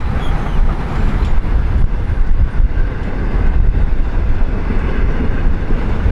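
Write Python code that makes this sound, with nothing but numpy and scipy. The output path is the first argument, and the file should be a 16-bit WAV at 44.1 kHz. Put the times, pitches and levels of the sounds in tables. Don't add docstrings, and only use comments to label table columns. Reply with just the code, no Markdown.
import sys
import numpy as np
from scipy import signal
from scipy.fft import rfft, irfft
from scipy.io import wavfile
from scipy.ndimage import uniform_filter1d, minimum_filter1d

SR = 44100
rng = np.random.default_rng(int(sys.argv[2]) if len(sys.argv) > 2 else 0)


def to_wav(sig):
    pcm = np.clip(np.atleast_2d(sig), -1, 1) * 32767
    pcm = np.round(pcm).astype(np.int16)
    wavfile.write(sys.argv[1], SR, pcm.T)


N = 269451
TIME = np.arange(N) / SR

# frequency in Hz, relative level in dB, t60 in seconds.
BODY_MODES = [(154, -7, 0.22), (220.3, -3, 0.19), (248.5, 0, 0.14), (320, -4.5, 0.096), (424.6, -6.5, .15),
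              (810, -21, .12), (1240, -21, .075)]


def gain_of(db):
    return 10 ** (np.asarray(db) / 20)


def unit_rms(x):
    return x / np.sqrt(np.mean(x ** 2) + 1e-20)


def spectrum_at(points, hz):
    point_hz, value = np.transpose(points)
    return np.interp(np.log(hz + 1), np.log(point_hz + 1), value)


def curve_at(points, t):
    return np.interp(t, *np.transpose(points))


def add(mix, start_s, sound):
    start = round(start_s * SR)
    sound = sound[max(-start, 0):]
    part = mix[max(start, 0):][:len(sound)]
    part += sound[:len(part)]


def wander(size, rate_hz):
    hz = np.fft.rfftfreq(size, 1 / SR)
    return unit_rms(irfft(rfft(rng.standard_normal(size)) / (1 + (hz / rate_hz) ** 2), size))


def drift(frames, columns, span):
    noise = rng.standard_normal((frames, columns))
    for _ in range(2):
        noise = uniform_filter1d(noise, size=span, axis=0, mode="wrap")
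    return unit_rms(noise)


def fuzzy_tone(t, hz, width_hz):
    phase = 2 * np.pi * hz * t
    return wander(len(t), width_hz / 2) * np.cos(phase) + wander(len(t), width_hz / 2) * np.sin(phase)


def rubbing(events, flicker_db, grip_hz=22):
    out = np.zeros(N)
    for middle_s, length_s, hz, width_hz, db in events:
        t = np.arange(0, length_s, 1 / SR)
        swell = gain_of(db) * np.sin(np.pi * t / length_s)
        grip = unit_rms(gain_of(flicker_db * wander(len(t), grip_hz)))
        add(out, middle_s - length_s / 2, swell * grip * fuzzy_tone(t, hz, width_hz))
    return out


def blows(events, modes, width_hz, rise_s, rattle_share=1):
    out, t = np.zeros(N), np.arange(SR // 4) / SR
    norm = np.linalg.norm([gain_of(db) for _, db, _ in modes])
    onset = 1 - np.exp(-t / rise_s)
    for start_s, level_db in events:
        ring = 0
        for hz, db, t60_s in modes:
            detuned_hz = hz + rng.uniform(-0.71, 0.43) * width_hz / 2
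            firm = np.sqrt(2 * (1 - rattle_share)) * np.sin(2 * np.pi * detuned_hz * t)
            loose = np.sqrt(rattle_share) * fuzzy_tone(t, hz, width_hz)
            ring = ring + gain_of(db - 60 * t / t60_s) * (firm + loose)
        add(out, start_s, gain_of(level_db) * ring / norm * onset)
    return out


def passing_levels_db(t, bogie_gap_s=0.19, falloff_power=2.3):
    # rumble, roar and hiss in dB.
    distant_db = [-32, -35.5, -57.5]
    # nearest time and half swell length in seconds,
    # then body rumble, wheel roar and rail hiss in dB.
    carriage_ends = [(.3, 0.13, -31, -32, -58), (1.052, 0.2, -28.5, -33, -57),
                     (3.33, 0.2, -29.5, -36.5, -63.5), (4.99, 0.31, -28, -35.5, -61.5),
                     (6.0, 0.16, -28.5, -36, -59.5)]
    power = gain_of(distant_db)[:, None] ** 2
    for middle_s, half_s, *level_db in carriage_ends:
        for nearest_s in (middle_s - bogie_gap_s / 2, middle_s + bogie_gap_s / 2):
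            distance = np.hypot(1, (t - nearest_s) / half_s / 2)
            power = power + (gain_of(level_db)[:, None] / distance ** falloff_power) ** 2
    return 10 * np.log10(power)


def rolling_colour(t, hz, lift_sway=0.12, pitch_sway=0.0057, ripple_db=3.5):
    # frequency in Hz, relative density in dB.
    leading_spectrum = [(90, 0), (170, -0.5), (350, -10.5), (600, -13), (900, -10.5), (1500, -15),
                        (2200, -19.5), (3000, -24), (4000, -29.5), (5300, -33.5), (6500, -39), (8200, -42),
                        (10500, -44), (14000, -52.5)]
    trailing_spectrum = [(90, -1.5), (220, 0), (350, -7.5), (600, -12), (900, -13), (1500, -14),
                         (2200, -21), (3000, -31), (4000, -34.5), (5300, -41.5), (6500, -48.5), (8200, -54),
                         (10500, -58), (14000, -68)]
    # time in seconds, leading share 0-1.
    leading_share = [(0, 0.95), (1.2, 0.95), (1.5, 0.37), (2.3, 0.3), (2.8, 0.05), (4.5, 0.13), (6.1, 0.24)]
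    # centre and width in Hz, leading and trailing lift in dB at strength 1.
    resonances = [(429, 138, 2, 5.5), (604, 370, 0, 0.5), (786, 94, 4.5, 0.5), (1290, 140, 2.5, -3),
                  (1560, 150, 1.5, 4), (1840, 140, 0.5, -1), (2054, 75, 3.5, 6), (2270, 150, 1.5, -0.5),
                  (2600, 64, -1, 6), (2810, 150, -1, 4.5), (3200, 160, -0.5, -3.5), (3570, 180, 3.5, 1.5),
                  (4035, 300, 3, -5.5), (7440, 250, 0, -0.5)]
    # time in seconds, resonance strength.
    resonance_strength = [(0, 0.86), (2.8, 0.86), (3.15, 1.15), (3.4, 0.88), (3.8, 0.84), (4.5, 0.76),
                          (4.85, 1.2), (5.3, 1.16), (6.1, 0.74)]
    leading_db, trailing_db = spectrum_at(leading_spectrum, hz), spectrum_at(trailing_spectrum, hz)
    strength = curve_at(resonance_strength, t)[:, None]
    for centre_hz, width_hz, lead_lift_db, trail_lift_db in resonances:
        sway, shift = drift(len(t), 2, span=24).T[:, :, None]
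        offset_hz = hz - centre_hz * (1 + pitch_sway * shift)
        bell = strength * (1 + lift_sway * sway) * np.exp(-2 * (offset_hz / width_hz) ** 2)
        leading_db = leading_db + lead_lift_db * bell
        trailing_db = trailing_db + trail_lift_db * bell
    trailing_db = trailing_db + ripple_db * drift(len(t), len(hz), span=60) * hz / (hz + 1500)
    share = curve_at(leading_share, t)[:, None]
    return gain_of(share * leading_db + (1 - share) * trailing_db)


def rolling(patchy_db=1.0, flutter_db=0.73, flutter_hz=19):
    size, hop = 1024, 256
    hz, t = np.fft.rfftfreq(size, 1 / SR), np.arange(N // hop + 5) * hop / SR
    colour = rolling_colour(t, hz)
    # low and high edge in Hz, crossfade as (Hz, weight) points.
    bands = [(170, 550, [(350, 1), (750, 0)]),
             (600, 2500, [(350, 0), (750, 1), (2000, 1), (4200, 0)]),
             (4200, 6000, [(2000, 0), (4200, 1)])]
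    eq_db = 0
    for level_db, (low_hz, high_hz, crossfade) in zip(passing_levels_db(t), bands):
        band_power = (colour[:, (hz > low_hz) & (hz < high_hz)] ** 2).sum(1)
        lift_db = level_db - 10 * np.log10(band_power)
        eq_db = eq_db + lift_db[:, None] * spectrum_at(crossfade, hz)
    patches = uniform_filter1d(rng.standard_normal(eq_db.shape), size=9, axis=0)
    patches = unit_rms(uniform_filter1d(patches, size=12, axis=1))
    spectra = rng.standard_normal(eq_db.shape) + 1j * rng.standard_normal(eq_db.shape)
    spectra *= colour * gain_of(eq_db + patchy_db * patches)
    roar = signal.istft(spectra.T, nperseg=size, noverlap=size - hop)[1][:N]
    return np.sqrt(3 / 2) * roar * gain_of(flutter_db * wander(N, flutter_hz))


def wind(gust_churn_db=-8.5, rate_sway=0.38, wake_half_s=0.034, wake_db=-12.5):
    # frequency in Hz, relative density in dB.
    churn_spectrum = [(4, -12.5), (11, -3), (22, -0.5), (35, -6), (50, -8.5), (70, -11.5), (100, -16.5),
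                      (140, -23), (220, -30.5), (500, -46), (1500, -78), (15000, -140)]
    # time in seconds, level in dB.
    breeze = [(0, -13.5), (.45, -17.5), (.85, -18.5), (1.3, -13), (2.0, -13.5), (2.25, -21.5), (2.6, -15.5),
              (3.0, -18), (3.4, -12.5), (4.0, -15), (4.65, -15), (5.3, -14.5), (5.6, -14), (6.11, -15.5)]
    # middle and half length in seconds, peak in dB, buffeting rate in Hz.
    gusts = [(0.317, 0.045, -7.5, 23.56), (0.575, 0.031, -5, 32.54), (0.647, 0.041, -6.5, 22.34),
             (1.067, 0.029, -7.5, 31.65), (1.133, 0.033, -15.5, 62.9), (1.246, 0.034, -6.5, 43.1),
             (1.32, 0.037, -8, 22), (1.568, 0.032, -6.5, 34.45), (1.771, 0.016, -12, 41.6),
             (2.115, 0.031, -12, 69.6), (2.199, 0.024, -2.5, 25.4), (2.337, 0.035, -3, 24.6),
             (2.414, 0.018, -6.5, 72.5), (2.568, 0.013, -4.5, 24.34), (2.805, 0.03, -7.5, 31.1),
             (3.16, 0.018, -12.5, 39), (3.351, 0.012, -9, 25.5), (3.481, 0.026, -7.5, 33.5),
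             (3.576, 0.011, -7, 55.24), (3.767, 0.01, -6.5, 33.9), (3.831, 0.02, -6, 25.3),
             (3.984, 0.032, -7, 22.8), (4.216, 0.051, -10, 28.4), (4.3, 0.039, -8, 22.5),
             (4.786, 0.038, -10, 24.6), (5.021, 0.022, -6, 24.9), (5.091, 0.024, -9, 54.9),
             (5.288, .022, -7, 27.64), (5.412, 0.025, -5, 29.9), (5.511, 0.028, -8.5, 45.1),
             (5.73, 0.012, -5.5, 35.15), (5.932, 0.032, -11.5, 49), (6.074, 0.028, -7.5, 61.35)]
    # middle and half length in seconds, push and pull in dB re full scale.
    eddies = [(1.383, 0.0084, 0, 0.5), (1.843, 0.008, 7.5, 6), (2.3137, 0.0083, 1, 1.5),
              (2.436, 0.0048, 1.5, -4), (2.602, 0.0065, 2.5, 3), (2.6378, 0.0056, 2, 3),
              (2.659, 0.0044, 2, -15), (3.602, 0.0062, 6.5, 0), (3.632, 0.0039, 0, -12),
              (3.689, .007, 4.5, 2), (3.926, 0.0065, -4, -1), (4.428, 0.0091, -0.5, -1),
              (5.469, 0.0066, -2.5, 0)]
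    colour = gain_of(spectrum_at(churn_spectrum, np.fft.rfftfreq(N, 1 / SR)))
    churn = unit_rms(irfft(rfft(rng.standard_normal(N)) * colour, N))
    churn = churn / np.sqrt(uniform_filter1d(churn ** 2, size=4000) + 0.01)
    power, buffets = gain_of(curve_at(breeze, TIME)) ** 2, np.zeros(N)
    t = np.arange(-SR // 5, SR // 5) / SR
    for middle_s, half_s, db, rate_hz in gusts:
        swell = gain_of(db) * np.exp(-(t / half_s) ** 2 / 2)
        cycles = rng.random() + np.cumsum(rate_hz * (1 + rate_sway * wander(len(t), 39.7))) / SR
        add(buffets, middle_s + t[0], swell * np.sin(2 * np.pi * cycles))
        add(power, middle_s + t[0], (swell * gain_of(gust_churn_db)) ** 2)
    for middle_s, _, push_db, _ in eddies:
        power += gain_of(push_db + wake_db) ** 2 * np.exp(-((TIME - middle_s) / wake_half_s) ** 2)
    turbulence, shoves = churn * np.sqrt(power) + buffets, np.zeros(N)
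    for middle_s, half_s, push_db, pull_db in eddies:
        u = (TIME - middle_s) / half_s
        turbulence *= 1 - np.exp(-(u / 2) ** 2 / 2)
        peak = np.where(u < 0, gain_of(push_db), gain_of(pull_db))
        shoves -= peak * u * np.exp((1 - u ** 2) / 2)
    return turbulence + shoves


def thin_singing():
    thin_tones = [(0.09, 0.37, 3900, 160, -55), (.335, .04, 5950, 120, -56), (.41, .15, 6330, 110, -57.5),
                  (.52, .15, 6200, 110, -60), (1.06, .28, 7445, 130, -61), (1.217, 0.062, 4040, 80, -47),
                  (1.27, 0.14, 6993, 120, -58), (1.55, 0.69, 9030, 110, -72), (1.94, 0.15, 7880, 60, -75),
                  (2.13, 0.36, 9030, 220, -68), (2.53, 0.13, 8950, 200, -64), (2.82, 0.22, 8850, 130, -73),
                  (3.42, .32, 8760, 110, -72), (5.11, 0.1, 5760, 150, -59)]
    return rubbing(thin_tones, flicker_db=2.0)


def joint_knocks():
    # start in seconds, level in dB.
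    knocks = [(.125, -23.5), (.995, -18), (1.129, -19.5), (3.244, -26), (3.43, -23.5), (4.542, -20.5)]
    return blows(knocks, BODY_MODES, width_hz=28, rise_s=0.0028, rattle_share=0.23)


def bogie_clanks():
    # start in seconds, level in dB.
    clanks = [(.156, -35), (.195, -28), (.255, -26.5), (.46, -24), (.692, -22), (.82, -35), (.9, -29),
              (.964, -27), (1.453, -36)]
    # frequency in Hz, relative level in dB, t60 in seconds.
    frame_modes = [(750, 3.5, 0.1), (843, -12, 0.23), (958, -6, 0.073), (1185, -3, 0.13), (1377, -5, 0.14),
                   (2150, -12, 0.12)]
    return blows(clanks, frame_modes, width_hz=140, rise_s=0.002)


def coupling_squeaks(jitter=0.06, jitter_hz=320, flicker_db=2.5, scatter_db=-6, scatter_t60_s=0.19):
    # middle and length in seconds, mid pitch in Hz, downward slide per half length
    # as a share of pitch, level in dB, roughness 0-1.
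    squeaks = [(.257, 0.15, 3310, 0.0423, -34.5, 0.54), (.485, .12, 3220, .05, -44.5, .74),
               (0.547, .085, 2940, 0.073, -41.5, .58)]
    # multiple of the pitch, relative level in dB.
    harmonics = [(1, 0.5), (2, -19), (3, -19), (4, -26)]
    end_sag, loudest_at = 0.052, 0.47
    direct = np.zeros(N)
    for middle_s, length_s, mid_hz, slide, level_db, roughness in squeaks:
        t = np.arange(0, length_s, 1 / SR)
        u = 2 * t / length_s - 1
        hz = mid_hz * (1 - end_sag * u ** 2 - slide * u)
        swell = np.sin(np.pi / 2 * np.interp(t / length_s, [0, loudest_at, 1], [0, 1, 0])) ** 2
        cycles = np.cumsum(hz * (1 + jitter * roughness ** 2 * wander(len(t), jitter_hz))) / SR
        tone = np.zeros(len(t))
        for order, db in harmonics:
            tone += gain_of(db + flicker_db * wander(len(t), 130)) * np.sin(2 * np.pi * order * cycles)
        add(direct, middle_s - length_s / 2, unit_rms(tone) * gain_of(level_db) * swell)
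    echoes = rng.standard_normal(SR // 4) * gain_of(-60 * TIME[:SR // 4] / scatter_t60_s)
    scattered = signal.fftconvolve(direct, echoes / np.linalg.norm(echoes))[:N]
    return direct + gain_of(scatter_db) * scattered


def steel_scrapes():
    # middle and length in seconds, centre and width in Hz, level in dB.
    scrapes = [(.43, .22, 9800, 1100, -62), (1.265, 0.08, 4500, 3000, -50.5), (1.47, .2, 13300, 3500, -70),
               (1.66, 0.39, 11500, 5000, -70), (1.80, .07, 9200, 1400, -61), (2.1, .26, 9700, 2200, -67),
               (2.275, 0.03, 5140, 3000, -53), (4.8, .06, 7100, 2400, -59)]
    return rubbing(scrapes, flicker_db=2.2)


def rigging_clinks():
    # start in seconds, level in dB.
    clinks = [(.883, -46), (.952, -40), (1.247, -34.5), (1.778, -46), (3.03, -44), (3.465, -47)]
    # frequency in Hz, relative level in dB, t60 in seconds.
    rigging_modes = [(2820, -7, .09), (3200, 4, 0.24), (4300, -1, 0.091), (5050, -2, 0.086),
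                     (5300, 0, 0.059), (5960, -7, .08), (7060, -4, 0.15), (8000, -15, .08),
                     (9700, -9, 0.089)]
    return blows(clinks, rigging_modes, width_hz=930, rise_s=0.0013)


def wheel_rings():
    # middle and length in seconds, centre and width in Hz, level in dB.
    rings = [(2.15, 0.21, 1573, 120, -42.5), (2.53, 0.11, 1570, 90, -43), (2.82, .17, 1570, 60, -37),
             (2.94, .12, 1555, 60, -42), (3.25, .3, 1560, 90, -45), (3.5, 0.19, 1560, 80, -41),
             (4.38, 0.091, 1570, 80, -40), (4.95, .22, 1595, 110, -36), (5.17, .25, 1570, 100, -44),
             (5.36, .2, 1570, 100, -38)]
    return rubbing(rings, flicker_db=2.0)


def wheel_jolts():
    # start in seconds, level in dB.
    jolts = [(3.44, -28), (4.82, -31), (4.885, -27), (4.95, -25), (5.375, -25), (5.995, -30)]
    # frequency in Hz, relative level in dB, t60 in seconds.
    wheel_modes = [(1136, -4.5, 0.11), (1517, -2, 0.084), (2010, -11, 0.16), (2530, -13.5, 0.22),
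                   (2920, -15, .2)]
    return blows(jolts, wheel_modes, width_hz=88, rise_s=0.0064)


def flat_wheel(start_s=4.697, turn_s=0.2515):
    thump_db = [-14, -15.5, -11, -18.5, -17, -18]
    thumps = [(start_s + turn * turn_s, db) for turn, db in enumerate(thump_db)]
    return blows(thumps, BODY_MODES, width_hz=28, rise_s=0.0028, rattle_share=0.23)


def scene():
    impacts = joint_knocks() + flat_wheel() + bogie_clanks() + wheel_jolts() + rigging_clinks()
    friction = coupling_squeaks() + wheel_rings() + thin_singing() + steel_scrapes()
    return (rolling() + friction + impacts + wind())[None]


def record(dry, threshold_db=-3.5, hold_s=0.018, recovery_db_per_s=90, attack_s=0.0006):
    low_cut_hz, high_cut_hz = 9.9, 14850
    clipped = dry / (1 + dry ** 40) ** (1 / 40)
    drooped = signal.sosfilt(signal.butter(1, low_cut_hz, "high", fs=SR, output="sos"), clipped)
    over_db = np.maximum(20 * np.log10(abs(drooped[0]) + 1e-9) - threshold_db, 0)
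    hold = round(hold_s * SR)
    held_db = -minimum_filter1d(-over_db, size=hold, origin=(hold - 1) // 2)
    recovery_db = TIME * recovery_db_per_s
    duck_db = np.maximum.accumulate(held_db + recovery_db) - recovery_db
    pole = np.exp(-1 / (attack_s * SR))
    ducked = drooped / gain_of(signal.lfilter([1 - pole], [1, -pole], duck_db))
    faded = ducked * signal.windows.tukey(N, 0.002)
    return signal.sosfiltfilt(signal.ellip(10, 0.05, 60, high_cut_hz, fs=SR, output="sos"), faded)


dry = scene()
out = record(dry)
to_wav(out)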